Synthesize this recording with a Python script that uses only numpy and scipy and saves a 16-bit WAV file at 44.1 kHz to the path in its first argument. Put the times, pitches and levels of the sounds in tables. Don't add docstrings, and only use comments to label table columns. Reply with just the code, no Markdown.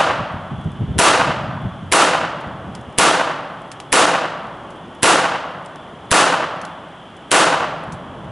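import sys
import numpy as np
from scipy import signal
from scipy.fft import rfft, irfft, next_fast_len
from scipy.io import wavfile
from scipy.ndimage import uniform_filter1d, minimum_filter1d

SR = 44100
rng = np.random.default_rng(int(sys.argv[2]) if len(sys.argv) > 2 else 0)


def dump_mix(stems):
    frames = np.atleast_2d(stems).T
    limited = np.clip(frames, -1, 1)
    pcm = np.round(limited * 32767).astype(np.int16)
    wavfile.write(sys.argv[1], SR, pcm)


N = 366471
TIME = np.arange(N) / SR

# f/Hz, side minus mid/dB
NEAR_SIDE_DB = [(60, -17), (300, -16), (1100, -17), (2200, -16), (3600, -13), (6500, -10.5), (11000, -12)]
# f/Hz, side minus mid/dB
FAR_SIDE_DB = [(60, -24), (1100, -26), (3200, -20), (6500, -11), (11000, -11)]
# f/Hz, level/dB
MURMUR_SPECTRUM = [(25, -19), (60, -11), (110, -3), (190, -1.5), (280, -2.5), (430, -5.5), (750, -5),
                   (1300, -8.5), (2000, -17), (2500, -21), (3000, -15), (4300, -33.5), (7000, -37),
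                   (11000, -40)]
# t/s, level/dB
FROG_LEVELS = [(1.8, -52.5), (2.8, -56.5), (4.9, -55.5), (6, -52.5), (8.3, -54)]
# f/Hz, level/dB
WIND_SPECTRUM = [(25, -32), (55, -13), (90, -4), (130, -2), (190, -4), (260, -11.5), (400, -22.5),
                 (900, -39), (2000, -72), (4000, -110)]
# t/s, level/dB
BREEZE_LEVELS = [(0, -34), (.45, -37.5), (.9, -28), (1.15, -33), (1.7, -26.5), (2, -43.5), (2.7, -37),
                 (3.2, -48.5), (7.3, -58.5), (7.8, -43), (8.3, -36)]
# t/s, level/dB
EDDY_HITS = [(.205, -22), (.35, -23.5), (.528, -21.5), (.585, -27), (.665, -18.5), (.82, -15.5), (.9, -18),
             (.968, -13.5), (1.285, -21.5), (1.658, -22), (2.48, -26), (2.68, -28), (2.89, -32.5),
             (7.935, -31)]
# t/s, level/dB, f/Hz, ring/s
CASE_HITS = [(2.751, -26, 4200, 0.0046), (3.7162, -22.5, 2700, .006), (3.8014, -22.5, 2990, .004),
             (4.7058, -40.5, 5600, .008), (5.661, -31.5, 5000, 0.0033), (5.759, -33, 3300, 0.0017),
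             (6.6155, -25, 3000, .004), (6.6516, -23, 3400, 0.0026), (7.922, -31, 8100, 0.012)]
# delay/s, spread/s, level over scatter/dB
THICK_TRUNKS = [(0.0158, 0.0013, 8.5), (0.031, 0.0066, 6.5), (.052, 0.0097, 2.5), (0.08, 0.013, 1),
                (0.106, 0.0086, 3.5), (.128, 0.001, 11), (0.163, 0.0052, 1.5), (0.213, 0.0029, 6),
                (.227, .003, 9.5), (0.292, 0.0031, 5), (.325, 0.0098, 5.5), (.412, 0.0021, 0),
                (0.471, 0.011, -3), (.523, 0.0027, 6)]
# f/Hz, initial level/dB, decay/(dB/s)
ECHO_SPECTRUM = [(39.8, -46, 19.5), (102, -27, 34.5), (166, -9, 11), (235, -14, 57), (263.4, -1, 54),
                 (422, -2.5, 58), (609, 0, 31.5), (1337, -0.5, 38), (2320, -7.5, 54), (2710, -5, 56.5),
                 (5000, -11.5, 78), (6950, -9, 102.5), (11600, -9.5, 140.5)]
# f/Hz, width/Hz, gain/dB
ECHO_BANDS = [(326, 11, 4), (506, 17, 4), (705, 8, -1.5), (786, 11, 1.5), (995, 12, -0.5), (1145, 12, 4.5),
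              (1514, 15, 2.5)]
# f/Hz, level/dB
CRACK_SPECTRUM = [(100, -3.5), (400, 7), (1000, -13.5), (1800, 6.5), (2600, 1), (3800, -1), (6000, -7.5),
                  (10500, 2), (13000, -16.5)]
# t/s, echo level/dB, crack drive/dB, crack width/s, thump level/dB
PISTOL_SHOTS = [(-.2183, 2, 0, .0012, 0), (0.9878, 0.5, 9, 0.00044, 15), (1.9227, -1, -5.5, 0.0013, -12),
                (2.9851, -2, 17.5, 0.00057, 2), (3.927, -1.5, 1, 0.0011, -2),
                (5.0301, -1.5, 4, 0.00068, 9.5), (6.114, -1, 6.5, 0.00054, 11),
                (7.3154, -1, 0.5, 0.00072, -9)]


def undb(db):
    return 10 ** (np.asarray(db) / 20)


def unit_rms(x):
    return x / np.sqrt(np.mean(x ** 2))


def at_hz(points, hz, column=1):
    table = np.array(points, float)
    return np.interp(np.log(hz + 1), np.log(table[:, 0]), table[:, column])


def colour(x, points):
    size = next_fast_len(x.shape[-1])
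    gain = undb(at_hz(points, np.fft.rfftfreq(size, 1 / SR)))
    return irfft(rfft(x, size) * gain, size)[..., :x.shape[-1]]


def stereo_noise(size, side_db=0, width=NEAR_SIDE_DB):
    mid, side = rng.standard_normal((2, size))
    side = undb(side_db) * colour(side, width)
    return np.array([mid + side, mid - side])


def drift(rate_hz):
    hold = int(SR / rate_hz)
    steps = np.repeat(rng.standard_normal(N // hold + 1), hold)
    return unit_rms(uniform_filter1d(uniform_filter1d(steps, hold), hold)[:N])


def bell(x, centre, sigma):
    return np.exp(-.5 * ((x - centre) / sigma) ** 2)


def add(out, sound, start_s):
    offset = int(round(start_s * SR))
    first, end = max(offset, 0), min(offset + sound.shape[-1], N)
    if end > first:
        out[:, first:end] += sound[..., first - offset:end - offset]


def murmur(level_db=-38.0, swell_db=2.0, swell_hz=2.077, hiss_hz=2000):
    air = unit_rms(colour(stereo_noise(N, width=FAR_SIDE_DB), MURMUR_SPECTRUM))
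    roads = colour(air, [(hiss_hz / 2, 0), (hiss_hz, -20), (hiss_hz * 2, -60)])
    swell = undb(swell_db * drift(swell_hz))
    return undb(level_db) * (air + roads * (swell - 1))


def leaves(level_db=-67.5, spread_db=20, ring_s=.005, count=80):
    out, t = np.zeros((2, N)), TIME[:SR // 20]
    for position, strength in rng.uniform(0, 1, (count, 2)):
        tick = stereo_noise(len(t)) * np.exp(-t / ring_s)
        add(out, undb(spread_db * strength) * tick, position * N / SR)
    return undb(level_db) * unit_rms(colour(out, [(1500, -15), (5000, -3), (9500, 0.5)]))


def frogs(pitch_hz=3270, range_hz=230, rise=0.0484, peep_s=0.11, smear_s=0.11, count=1400):
    peeps, progress = np.zeros((2, N)), np.linspace(0, 1, int(peep_s * SR))
    starts_s = rng.uniform(-peep_s, N / SR, count)
    for start_s, (detune, loudness) in zip(starts_s, rng.uniform(-1, 1, (count, 2))):
        hz = (pitch_hz + range_hz * detune) * (1 + rise * (progress - .5))
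        envelope = undb(2 * loudness) * np.sin(np.pi * progress)
        add(peeps, envelope * np.sin(2 * np.pi * np.cumsum(hz) / SR), start_s)
    blur = stereo_noise(SR // 2, width=FAR_SIDE_DB) * np.exp(-TIME[:SR // 2] / smear_s)
    chorus = unit_rms(signal.fftconvolve(peeps, blur, axes=1)[:, :N])
    return undb(np.interp(TIME, *np.transpose(FROG_LEVELS))) * chorus


def wind(gain_db=-0.5, flutter_db=2.0, flutter_hz=22, attack_s=0.011, release_s=.017):
    breeze = undb(np.interp(TIME, *np.transpose(BREEZE_LEVELS)) + flutter_db * drift(flutter_hz))
    eddies = sum(undb(db) * bell(TIME, peak_s, np.where(TIME < peak_s, attack_s, release_s))
                 for peak_s, db in EDDY_HITS)
    rumble = unit_rms(colour(stereo_noise(N, side_db=-1), WIND_SPECTRUM))
    return undb(gain_db) * np.hypot(breeze, eddies) * rumble


def spent_cases(gain_db=-8, contact_s=.0008, settle_db=-19, settle_s=0.0425, size=8192):
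    out, t = np.zeros((2, N)), TIME[:size]
    for start_s, db, hz, ring_s in CASE_HITS:
        tick = unit_rms(colour(stereo_noise(size), [(hz / 8, -12), (hz / 3, 0), (hz, 0), (hz * 3, -7)]))
        envelope = np.exp(-t / contact_s) + np.exp(-t / ring_s) + undb(settle_db) * np.exp(-t / settle_s)
        add(out, undb(db + gain_db) * tick * envelope, start_s)
    return out


def trunk_slaps(t, thin_db=-3, thin_spread_s=0.0057, reach_s=.9, count=24):
    thick_power = sum(undb(db) ** 2 * bell(t, delay_s, spread_s) for delay_s, spread_s, db in THICK_TRUNKS)
    delays_s = reach_s * ((np.arange(count) + rng.uniform(0, 1, count)) / count) ** 2
    thin_power = undb(thin_db) ** 2 * sum(bell(t, delay_s, thin_spread_s) for delay_s in delays_s)
    return np.sqrt(1 + thick_power + thin_power)


def wood_echo(scatter, slaps, twig_hz=2600, trunk_db=-2.5, build_s=0.0068, size=2048):
    hz, delay_s, frames = signal.stft(scatter, SR, nperseg=size)
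    peaks_db = sum(db * bell(hz, centre_hz, width_hz) for centre_hz, width_hz, db in ECHO_BANDS)
    start_db = at_hz(ECHO_SPECTRUM, hz) + peaks_db
    decay_db_per_s = at_hz(ECHO_SPECTRUM, hz, column=2)
    gain = undb(start_db[:, None] - decay_db_per_s[:, None] * delay_s)
    roar = signal.istft(frames * gain, SR, nperseg=size)[1]
    trunks = colour(roar, [(twig_hz / 2, 0), (twig_hz, -4), (twig_hz * 2, -16)])
    twigs = roar - trunks
    onset = 1 - np.exp(-TIME[:roar.shape[1]] / build_s)
    return (twigs + undb(trunk_db) * trunks * slaps) * onset


def muzzle_blast(crack_db, width_s, thump_db, lead_s, push_db=-9, push_s=0.001, prelude_db=-17, size=4096):
    t = TIME[:size] - lead_s
    noise = unit_rms(colour(stereo_noise(size), CRACK_SPECTRUM))
    tick = noise * bell(t, -.004, .0003)
    hiss = .35 * noise * bell(t, -.003, .003)
    gas = noise * undb(crack_db) * bell(t, .0012, width_s)
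    crack = .68 * np.tanh(1.4 * gas)
    age = np.maximum(t, 0) / push_s
    pressure = (t > 0) * (1 - age) * np.exp(-age)
    thump = signal.sosfilt(signal.butter(2, [75, 300], "band", fs=SR, output="sos"), pressure)
    return crack + undb(prelude_db) * (tick + hiss) + undb(thump_db + push_db) * thump


def pistol(echo_db=4, fresh_share=0.24, side_db=-1.0, narrow_db_per_s=11, lead_s=.01, size=65536):
    out, t = np.zeros((2, N)), TIME[:size]
    width_db = side_db - narrow_db_per_s * t
    trees = stereo_noise(size, width_db)
    slaps = trunk_slaps(t)
    for start_s, db, crack_db, width_s, thump_db in PISTOL_SHOTS:
        scatter = np.sqrt(1 - fresh_share) * trees + np.sqrt(fresh_share) * stereo_noise(size, width_db)
        add(out, undb(db + echo_db) * wood_echo(scatter, slaps), start_s)
        add(out, muzzle_blast(crack_db, width_s, thump_db, lead_s), start_s - lead_s)
    return out


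def scene():
    return pistol() + spent_cases() + wind() + frogs() + murmur() + leaves()


def record(dry, threshold_db=0, release_db_per_s=160, clip_level=.8, top_hz=10900, window=64):
    over_db = np.maximum(20 * np.log10(np.abs(dry).max(axis=0) + 1e-9) - threshold_db, 0)
    recovery_db = release_db_per_s * TIME
    duck_db = recovery_db - np.maximum.accumulate(over_db + recovery_db)
    limited = dry * undb(uniform_filter1d(minimum_filter1d(duck_db, window), window))
    rounded = limited / (1 + (limited / clip_level) ** 4) ** .25
    return signal.sosfiltfilt(signal.ellip(8, .1, 45, top_hz, fs=SR, output="sos"), rounded)


dry = scene()
out = record(dry)
dump_mix(out)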